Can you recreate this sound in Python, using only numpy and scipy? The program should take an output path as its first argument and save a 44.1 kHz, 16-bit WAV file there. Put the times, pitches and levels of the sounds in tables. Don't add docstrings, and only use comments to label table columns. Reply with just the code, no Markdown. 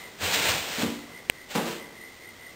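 import sys
import numpy as np
from scipy import signal
from scipy.fft import rfft, irfft
from scipy.io import wavfile
from scipy.ndimage import uniform_filter1d

SR = 44100
rng = np.random.default_rng(int(sys.argv[2]) if len(sys.argv) > 2 else 0)


def digitize_waveform(pressure):
    field = np.atleast_2d(pressure).T
    bounded = np.clip(field, -1, 1)
    quanta = np.round(bounded * 32767).astype(np.int16)
    wavfile.write(sys.argv[1], SR, quanta)


N = 112454
HOLD = 4
ROOM_T60_S, LOW_T60_S = .5, 1.1


def undb(db):
    return 10 ** (np.asarray(db) / 20)


def unit(x):
    return x / np.sqrt(np.mean(x ** 2))


def clock():
    return np.arange(N) / SR


def colour(x, spectrum):
    hz, db = np.array(spectrum).T
    f = np.maximum(np.arange(N // 2 + 1) * SR / N, 1)
    gain = undb(np.interp(np.log(f), np.log(hz), db)) * (f < SR / HOLD / 2)
    return unit(irfft(rfft(x) * gain, N))


def ticks(per_s=11000, spread_db=3):
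    contacts = rng.random(N) < per_s / SR
    return contacts * rng.choice([-1, 1], N) * undb(spread_db * rng.standard_normal(N))


def strokes(table):
    t = clock()
    power = 0
    for at, db, rise, fall in table:
        exponent = np.where(t < at, ((t - at) / rise) ** 2, (t - at) / fall)
        power += (undb(db) * np.exp(-exponent)) ** 2
    return np.sqrt(power)


def ring(x, response):
    return signal.fftconvolve(x, response / np.linalg.norm(response))[:N]


def room(x, wet_db, t60):
    tail = rng.standard_normal(N) * np.exp(-np.log(1000) * clock() / t60)
    return x + undb(wet_db) * ring(x, tail)


def background_hiss(level_db=-52.2):
    # f/Hz, relative level/dB
    spectrum = [(30, 0), (80, -1), (170, -2), (300, 1), (480, 0), (800, -6.5), (1500, -9.5), (2900, -12),
                (3270, -7), (3600, -11), (5400, -16)]
    return undb(level_db) * colour(rng.standard_normal(N), spectrum)


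def whirr(centre_hz=2019, width_hz=175, floor_db=-55.5, swell_s=.04, flutter_hz=75.9, depth=.45):
    # t/s, level/dB
    swells = [(.04, -46.5), (1.17, -47), (1.40, -49.5), (1.83, -47), (2.00, -48.5), (2.06, -47),
              (2.265, -47), (2.46, -46.5)]
    t = clock()
    f = np.arange(N // 2 + 1) * SR / N
    band = irfft(rfft(rng.standard_normal(N)) * np.exp(-2 * ((f - centre_hz) / width_hz) ** 2), N)
    tone = unit(band / np.abs(signal.hilbert(band)) ** .5)
    wander = unit(uniform_filter1d(rng.standard_normal(N), size=900))
    flutter = 1 + depth * np.sin(2 * np.pi * np.cumsum(flutter_hz * (1 + .2 * wander)) / SR)
    swell_power = sum(undb(db) ** 2 * np.exp(-((t - at) / swell_s) ** 2) for at, db in swells)
    return tone * flutter * np.sqrt(undb(floor_db) ** 2 + swell_power)


def click(at_s=1.2986, length_s=.00078, hz=2516, gain_db=-4.7, bias=.22):
    age = clock() - at_s
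    return undb(gain_db) * (bias - np.sin(2 * np.pi * hz * age)) * (age >= 0) * (age < length_s)


def tub(age, weight):
    # f/Hz, relative level/dB, T60/s
    modes = [(84, -13, .35), (101, -12, .45), (174, -8, .3), (208, -6.5, .27), (236, 0, .58),
             (251, -8, .25), (287.6, -7.5, .7), (343, -11, .55), (380, -8, .5), (468, -5.5, .5),
             (535, -10.5, .6), (573.5, -14, .7), (784, -10, .3), (845, -13, .35), (985, -8.5, .4),
             (1190, -12, .4)]
    return sum(weight(hz) * undb(db) * np.sin(2 * np.pi * hz * age) * np.exp(-np.log(1000) * age / t60)
               for hz, db, t60 in modes)


def skids(ring_db=-7):
    # t/s, level/dB, rise/s, fall/s
    slides = [(.79, -39, .012, .03), (.838, -32, .016, .04), (1.13, -52, .1, .12),
              (1.556, -26.5, .004, .035), (1.585, -28.5, .01, .055), (1.675, -37.5, .02, .08)]
    # f/Hz, relative level/dB
    spectrum = [(60, -33), (120, -13), (185, -2), (255, -7), (370, -0.5), (560, -1.5), (850, -7),
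                (1400, -9), (2200, -17), (5000, -28)]
    opening = undb(-50) * np.exp(-clock() / .16)
    rub = colour(ticks(), spectrum) * (strokes(slides) + opening)
    body = ring(rub, tub(clock(), lambda hz: hz / (hz + 600)))
    return room(rub + undb(ring_db) * np.std(rub) * unit(body), wet_db=-7, t60=LOW_T60_S)


def knocks(contact_s=.005, thud_db=5, thud_s=.016):
    # t/s, level/dB, favoured f/Hz, spread/octaves
    impacts = [(.781, -34, 210, .8), (.829, -25, 230, .65), (.884, -39, 310, .3), (1.548, -22.5, 580, .7),
               (1.557, -21.5, 190, .22)]
    out = 0
    for at, db, centre, spread in impacts:
        age = np.maximum(clock() - at, 0)
        ringing = tub(age, lambda hz: np.exp(-.5 * (np.log2(hz / centre) / spread) ** 2))
        onset = 1 - np.exp(-(age / contact_s) ** 2)
        thud = 1 + undb(thud_db) * np.exp(-age / thud_s)
        out += undb(db) * ringing * onset * thud
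    return room(out, wet_db=-8, t60=ROOM_T60_S)


def beads():
    # t/s, level/dB
    settle = [(0, -47), (.08, -51), (.17, -58)]
    wade = [(.17, -55), (.22, -29.8), (.25, -26.8), (.31, -28.5), (.345, -25), (.41, -27.3), (.445, -25.4),
            (.495, -23.4), (.56, -29.5), (.66, -34.3), (.72, -32.6), (.77, -32.2), (.82, -28),
            (.865, -35.8), (.94, -42), (1.03, -52), (1.2, -59)]
    shove = [(1.48, -56), (1.512, -37), (1.54, -39), (1.555, -30), (1.615, -38.5), (1.71, -35.4),
             (1.76, -42), (1.84, -54)]
    # t/s, level/dB, rise/s, fall/s
    flicks = [(.348, -27, .018, .04)]
    ploughs = [(.25, -37, .035, .06), (.40, -42, 0.035, .035), (.495, -31.5, .02, .033),
               (.555, -37, .018, .02), (.835, -38, .045, .045)]
    # f/Hz, relative level/dB
    rustle_spectrum = [(100, -12), (175, -3), (260, -7), (480, -.5), (800, -1.5), (1150, -4.5),
                       (1700, -1.5), (2700, 0), (4000, -2.7), (5400, -5.7)]
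    swish_spectrum = [(500, -20), (1800, -9), (3500, 0), (5400, -4)]
    churn_spectrum = [(40, -20), (65, -5), (92, 7.5), (125, -7), (190, -5), (300, -12), (500, -8),
                      (900, -10), (1500, -14), (3500, -20.5)]
    stir = sum(undb(np.interp(clock(), *np.array(move).T, left=-np.inf, right=-np.inf))
               for move in (settle, wade, shove))
    rustle = stir * colour(ticks(), rustle_spectrum)
    swish = strokes(flicks) * colour(ticks(), swish_spectrum)
    churn = strokes(ploughs) * colour(ticks(), churn_spectrum)
    return room(rustle + swish + churn, wet_db=-12, t60=ROOM_T60_S)


def scene():
    heard = background_hiss() + beads() + knocks() + skids()
    low_cut = signal.butter(3, 45, "high", fs=SR, output="sos")
    return (signal.sosfilt(low_cut, heard) + whirr() + click())[None]


def record(dry, step=1 / 128, bias_steps=-.7, top_hz=15600):
    coarse = step * np.round(dry[:, ::HOLD] / step + bias_steps)
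    held = np.repeat(coarse - coarse.mean(), HOLD, axis=1)[:, :N]
    low_pass = signal.ellip(10, .1, 90, top_hz, fs=SR, output="sos")
    return signal.sosfilt(low_pass, held)


dry = scene()
out = record(dry)
digitize_waveform(out)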